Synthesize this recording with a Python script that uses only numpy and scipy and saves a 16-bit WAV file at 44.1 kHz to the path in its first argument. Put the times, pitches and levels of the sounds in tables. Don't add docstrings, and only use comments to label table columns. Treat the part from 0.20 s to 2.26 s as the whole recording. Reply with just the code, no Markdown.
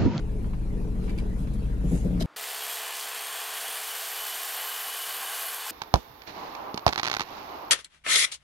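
import sys
import numpy as np
from scipy import signal
from scipy.fft import rfft, irfft
from scipy.io import wavfile
from scipy.ndimage import uniform_filter1d

SR = 44100
rng = np.random.default_rng(int(sys.argv[2]) if len(sys.argv) > 2 else 0)


def master(y):
    cut = np.clip(np.atleast_2d(y).T, -1, 1)
    pcm = np.round(cut * 32767)
    wavfile.write(sys.argv[1], SR, pcm.astype(np.int16))


N = 90801
T = np.arange(N) / SR
FREQS = np.fft.rfftfreq(N, 1 / SR)

# time in seconds, firings per second.
FIRING_RATE = [(0, 27.4), (.3, 26.2), (.55, 26.6), (.8, 26.5), (1.05, 26.7), (1.35, 27.5), (1.53, 26.7),
               (1.7, 26.5), (1.85, 28.8), (2.06, 28.5)]
BODY_LEFT_DB = 1.6


def amp(db):
    return 10 ** (np.asarray(db) / 20)


def unit(x):
    return x / np.sqrt(np.mean(x ** 2) + 1e-20)


def left_right(db):
    return amp([[db], [-db]])


def curve(points):
    return np.interp(T, *np.transpose(points))


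def shape(points):
    hz, value = np.transpose(points)
    return np.interp(np.log(FREQS + 1), np.log(hz), value)


def drift(hz):
    spectrum = rfft(rng.standard_normal(N)) / (1 + (FREQS / hz) ** 4)
    return unit(irfft(spectrum, N))


def tone(turns):
    return np.sqrt(2) * np.sin(2 * np.pi * turns)


def noise(spectrum, tilt_db=0, trim=0):
    # frequency in Hz, likeness (1 same, 0 unrelated, below 0 opposed).
    likeness = [(40, .97), (130, .9), (350, .72), (700, .2), (1300, -.35), (2800, .22), (6000, .1),
                (12000, .05)]
    # frequency in Hz, left over right in dB.
    balance = [(30, -8.5), (170, 2.5), (350, 5.5), (700, 2), (2800, 1), (6000, -0.5), (10000, 2),
               (13000, 7.5)]
    # frequency in Hz, width in Hz, full lift (or cut) in dB.
    resonances = [(2230, 52, 4), (2590, 120, 0.5), (3070, 46, -6), (4000, 200, 13), (4350, 180, -19.5),
                  (6800, 280, -3)]
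    a, b = rfft(rng.standard_normal((2, N)))
    same = np.clip(shape(likeness), -1, 1)
    lean = amp(shape(balance) / 2)
    left = a * lean
    right = (same * a + np.sqrt(1 - same ** 2) * b) / lean
    peaks = sum(db / (1 + (2 * (FREQS - hz) / width) ** 2) for hz, width, db in resonances)
    tilt = tilt_db * np.log2(1 + FREQS / 1000)
    colour = amp(shape(spectrum) + trim * peaks + tilt)
    return unit(irfft(np.array([left, right]) * colour, N))


def flicker(x, patchy_db):
    z = signal.stft(x, nperseg=1024, noverlap=768)[2]
    patches = rng.standard_normal(z.shape[1:])
    patches = uniform_filter1d(patches, size=8, axis=0)
    patches = unit(uniform_filter1d(patches, size=9, axis=1))
    return signal.istft(z * amp(patchy_db * patches), nperseg=1024, noverlap=768)[1][:, :N]


def burst(start, length, rise, fall):
    attack = np.clip((T - start) / rise, 0, 1)
    return attack * np.exp(-np.maximum(T - start - length, 0) / fall)


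def firing_turns():
    return np.cumsum(curve(FIRING_RATE)) / SR


def engine():
    # time in seconds, load in dB.
    load_points = [(0, 1.5), (.55, 0), (.9, 1.5), (1.2, 3), (1.45, 6), (1.7, 8), (1.97, 3.5), (2.04, 2.5)]
    # time in seconds, level in dB before the share.
    drone_points = [(0, -5.5), (.42, -14.5), (.55, -0.5), (.9, 0.5), (1.1, -1), (1.3, -6.5), (1.6, -3),
                    (2.06, -7)]
    # multiple of the firing rate, base level in dB, share of the load, share of the drone.
    orders = [(1, -31.5, -.6, 0), (1.5, -35, 0.33, 0.38), (2, -34.5, 0.83, 0.01), (2.5, -43, 0, 0),
              (3, -45.5, 0, 0), (4, -40.5, -.1, -.15), (5, -48, 0.7, 0), (7, -38.5, 0, 1),
              (8.7, -46.5, 0.02, 0.64), (11, -57, 0, 0.33), (12, -56.5, 0, 0), (15.7, -51.5, -.5, 0.63),
              (17.5, -59.5, 0.7, 0.17)]
    waver_db, waver_turns, mic_turns = 0.5, 0.0078, 0.037
    turns, load, drone = firing_turns(), curve(load_points), curve(drone_points)
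    hum = 0
    for order, db, load_share, drone_share in orders:
        wander = waver_turns * drift(hz=4.3) + mic_turns * np.array([[1], [-1]]) / 2
        phase = order * turns + rng.random() + np.sqrt(order) * wander
        level = db + load_share * load + drone_share * drone + waver_db * drift(hz=5.1)
        hum = hum + amp(level) * tone(phase)
    return hum * left_right(0.95)


def cabin():
    # frequency in Hz, dB per Hz.
    rumble_colour = [(14, -44), (24, -58), (36, -18), (62, -12), (90, -9.5), (125, -7.5), (175, -4),
                     (235, -7.5), (300, -16.5), (370, -28), (440, -30.5), (560, -23), (750, -35.5),
                     (1200, -37), (2500, -55)]
    # time in seconds, level in dB.
    rumble_level = [(0, -46), (.12, -41), (.25, -35), (.4, -39.5), (.65, -38), (1.0, -38.5), (1.2, -34.5),
                    (1.45, -36), (1.56, -38.5), (1.8, -37), (2.06, -33.5)]
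    # frequency in Hz, dB per Hz.
    mids_colour = [(150, -58), (240, -4.5), (310, -1.5), (370, -5.5), (425, 1), (520, -11.5), (700, -15.5),
                   (1000, -18.5), (1600, -51.5)]
    # time in seconds, level in dB.
    mids_level = [(0, -45.5), (.12, -44.5), (.24, -44.5), (.32, -51.5), (.48, -46.5), (.65, -42),
                  (.75, -47), (.9, -40.5), (.98, -45.5), (1.07, -41.5), (1.2, -53.5), (1.6, -48.5),
                  (2.06, -51.5)]
    # frequency in Hz, dB per Hz.
    hiss_colour = [(200, -9), (900, 6), (1600, 2), (2400, 0), (3300, -4.5), (5000, -8.5), (8000, -15.5),
                   (9500, -10), (13000, -19)]
    # time in seconds, level in dB.
    hiss_level = [(0, -57), (.4, -59.5), (.6, -56), (.72, -59.5), (.84, -54), (1.1, -57.5), (1.45, -56),
                  (1.85, -55), (2.06, -55)]
    throb_db = 2.5 * np.sin(2 * np.pi * firing_turns())
    rumble = noise(rumble_colour) * amp(curve(rumble_level))
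    mids = noise(mids_colour) * amp(curve(mids_level))
    hiss = flicker(noise(hiss_colour, trim=0.14), patchy_db=3.5)
    hiss = hiss * amp(curve(hiss_level) + 0.14 * drift(hz=40.2))
    return (rumble + mids) * amp(throb_db) + hiss


def scuffs():
    # start in seconds, length in seconds, level in dB before the grain, tilt in dB per octave.
    brushes = [(0.242, 0.0049, -47.5, -16), (0.331, 0.0064, -47, -12), (0.837, 0.036, -57, 4.5),
               (0.875, 0.013, -48, -9), (0.892, 0.011, -50, 0), (0.976, 0.026, -50.5, 2.5),
               (1.18, 0.056, -58, 9), (1.27, 0.0084, -54.5, -3), (1.332, 0.015, -53, 14)]
    # frequency in Hz, dB per Hz.
    scuff_colour = [(300, -22), (900, 1), (1800, -0.5), (2350, 1.5), (3000, -2), (3700, -8), (4700, -8),
                    (6500, -12.5), (10000, -13.5), (13000, -29)]
    rise_s, fall_s, grain_db = 0.0019, 0.012, 1.5
    rubbing = 0
    for start, length, db, tilt in brushes:
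        rubbing = rubbing + amp(db) * burst(start, length, rise_s, fall_s) * noise(scuff_colour, tilt, trim=0.84)
    return rubbing * unit(amp(grain_db * drift(hz=300)))


def click(start, modes, rise):
    t = np.maximum(T - start, 0)
    ringing = 0
    for hz, db, t60 in modes:
        phase = rng.random() + rng.random((2, 1)) / 2
        ringing = ringing + amp(db - 60 * t / t60) * np.sin(2 * np.pi * (hz * t + phase))
    return np.minimum(t / rise, 1) * ringing


def strikes(hits, modes):
    # frequency in Hz, dB per Hz.
    snap_colour = [(400, -9), (1500, -9), (2400, -2), (3200, 6), (5200, -3), (7500, -1), (13000, -2.5)]
    hold_s, fall_s, rise_s = 0.0013, 0.0011, 0.00047
    rings = sum(amp(db) * click(start, modes, rise_s) for start, db, snap_db in hits)
    snaps = sum(amp(snap_db) * burst(start, hold_s, rise_s, fall_s) for start, db, snap_db in hits)
    return rings + noise(snap_colour) * snaps


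def ticks():
    # start in seconds, level in dB.
    taps = [(0.8812, -51.5), (0.8947, -43), (0.9046, -43), (0.9789, -45.5), (.986, -37.5)]
    # frequency in Hz, level in dB within a tick, seconds to fall by 60 dB.
    rim = [(2320, -2.5, 0.059), (2553, -11, .035), (2720, -8.5, 0.04), (3210, -13, .035), (4430, -10, 0.03),
           (4720, -7, 0.033), (4950, -11.5, .022)]
    return strikes([(start, db, db - 7) for start, db in taps], rim)


def slide():
    # time in seconds, level in dB.
    slide_level = [(1.6, -68), (1.67, -56.5), (1.73, -48), (1.78, -46.5), (1.83, -55), (1.9, -67),
                   (1.97, -92)]
    # frequency in Hz, dB per Hz.
    slide_colour = [(500, 11), (1400, -3.5), (2400, 3), (3600, -6), (5200, -7.5), (7000, 3), (8500, -4),
                    (10000, 1.5), (13000, -14)]
    friction = flicker(noise(slide_colour, trim=0.12), patchy_db=3.4)
    return friction * amp(curve(slide_level) + 1.4 * drift(hz=150))


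def shudders():
    # start in seconds, length in seconds, level of the push in dB, level of the boom in dB.
    shakes = [(1.636, 0.026, -31.5, -29.5), (1.709, 0.033, -29, -24), (1.841, 0.03, -28, -25),
              (1.904, 0.058, -34, -42), (1.993, 0.043, -36, -50)]
    # frequency in Hz, dB per Hz.
    push_colour = [(40, -13), (110, -7), (175, -1), (220, -8.5), (270, -6), (330, -12.5), (470, -15),
                   (600, -19.5), (800, -29), (1500, -56), (4000, -53)]
    # frequency in Hz, level in dB within the boom.
    cabin_modes = [(175, 1), (264, -5.5), (352, -12), (468, -17), (570, -22.5)]
    push_rise_s, push_fall_s = 0.0038, 0.02
    boom_rise_s, boom_fall_s = 0.0128, 0.019
    push, boom = 0, 0
    for start, length, db, boom_db in shakes:
        push = push + amp(db) * burst(start, length, push_rise_s, push_fall_s)
        modes = sum(amp(mode_db) * np.sin(2 * np.pi * (hz * T + rng.random())) for hz, mode_db in cabin_modes)
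        boom = boom + amp(boom_db) * burst(start, length, boom_rise_s, boom_fall_s) * modes
    return push * noise(push_colour) + boom * left_right(BODY_LEFT_DB)


def groan():
    # time in seconds, pitch in Hz.
    pitch = [(1.88, 181.9), (1.95, 178.4), (2.0, 171.3), (2.06, 163.8)]
    # start, length, rise and fall, all in seconds.
    span = (1.89, 0.16, 0.058, 0.05)
    # multiple of the pitch, level in dB.
    partials = [(1, -31), (1.35, -41), (1.6, -38.5)]
    turns = np.cumsum(curve(pitch)) / SR
    tones = 0
    for ratio, db in partials:
        waver = 0.012 * drift(hz=24.4)
        tones = tones + amp(db) * tone(ratio * turns + rng.random() + waver)
    return burst(*span) * tones * left_right(BODY_LEFT_DB)


def rasp():
    # frequency in Hz, dB per Hz.
    rasp_colour = [(400, -26), (1000, -3), (1700, -3), (2500, -6.5), (3100, -9), (4000, -1.5), (4900, -3),
                   (6000, -4), (7500, -11), (13000, -16)]
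    level_db = -41
    envelope = burst(start=1.997, length=0.033, rise=0.0046, fall=0.0041)
    return noise(rasp_colour, trim=0.86) * amp(level_db) * envelope


def clacks():
    # start in seconds, level of the ring in dB, level of the bright snap in dB.
    slips = [(2.0066, -33, -36), (2.0108, -33, -39.5), (2.0208, -34, -40), (2.024, -33.5, -34)]
    # frequency in Hz, level in dB within a clack, seconds to fall by 60 dB.
    plastic = [(1564, -13, 0.02), (2970, -9, 0.027), (3160, -7, 0.037), (3850, -6.5, 0.014),
               (4260, -4, 0.013), (4920, -3.5, 0.021), (5220, -10, 0.011)]
    return strikes(slips, plastic)


def knock():
    # frequency in Hz, level in dB, seconds to fall by 60 dB.
    knock_modes = [(644.6, -21, 0.039), (380, -23, 0.054)]
    start_s, rise_s = 2.009, 0.0048
    t = np.maximum(T - start_s, 0)
    ringing = sum(amp(db - 60 * t / t60) * np.sin(2 * np.pi * hz * t) for hz, db, t60 in knock_modes)
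    return np.minimum(t / rise_s, 1) * ringing


def scene():
    hands = scuffs() + ticks() + slide() + rasp() + clacks() + knock()
    return engine() + cabin() + shudders() + groan() + hands


def record(dry):
    cut_hz = 13200
    low_pass = signal.firwin(511, cut_hz, window=("kaiser", 9), fs=SR)
    return signal.oaconvolve(dry, low_pass[None], "same")


dry = scene()
out = record(dry)
master(out)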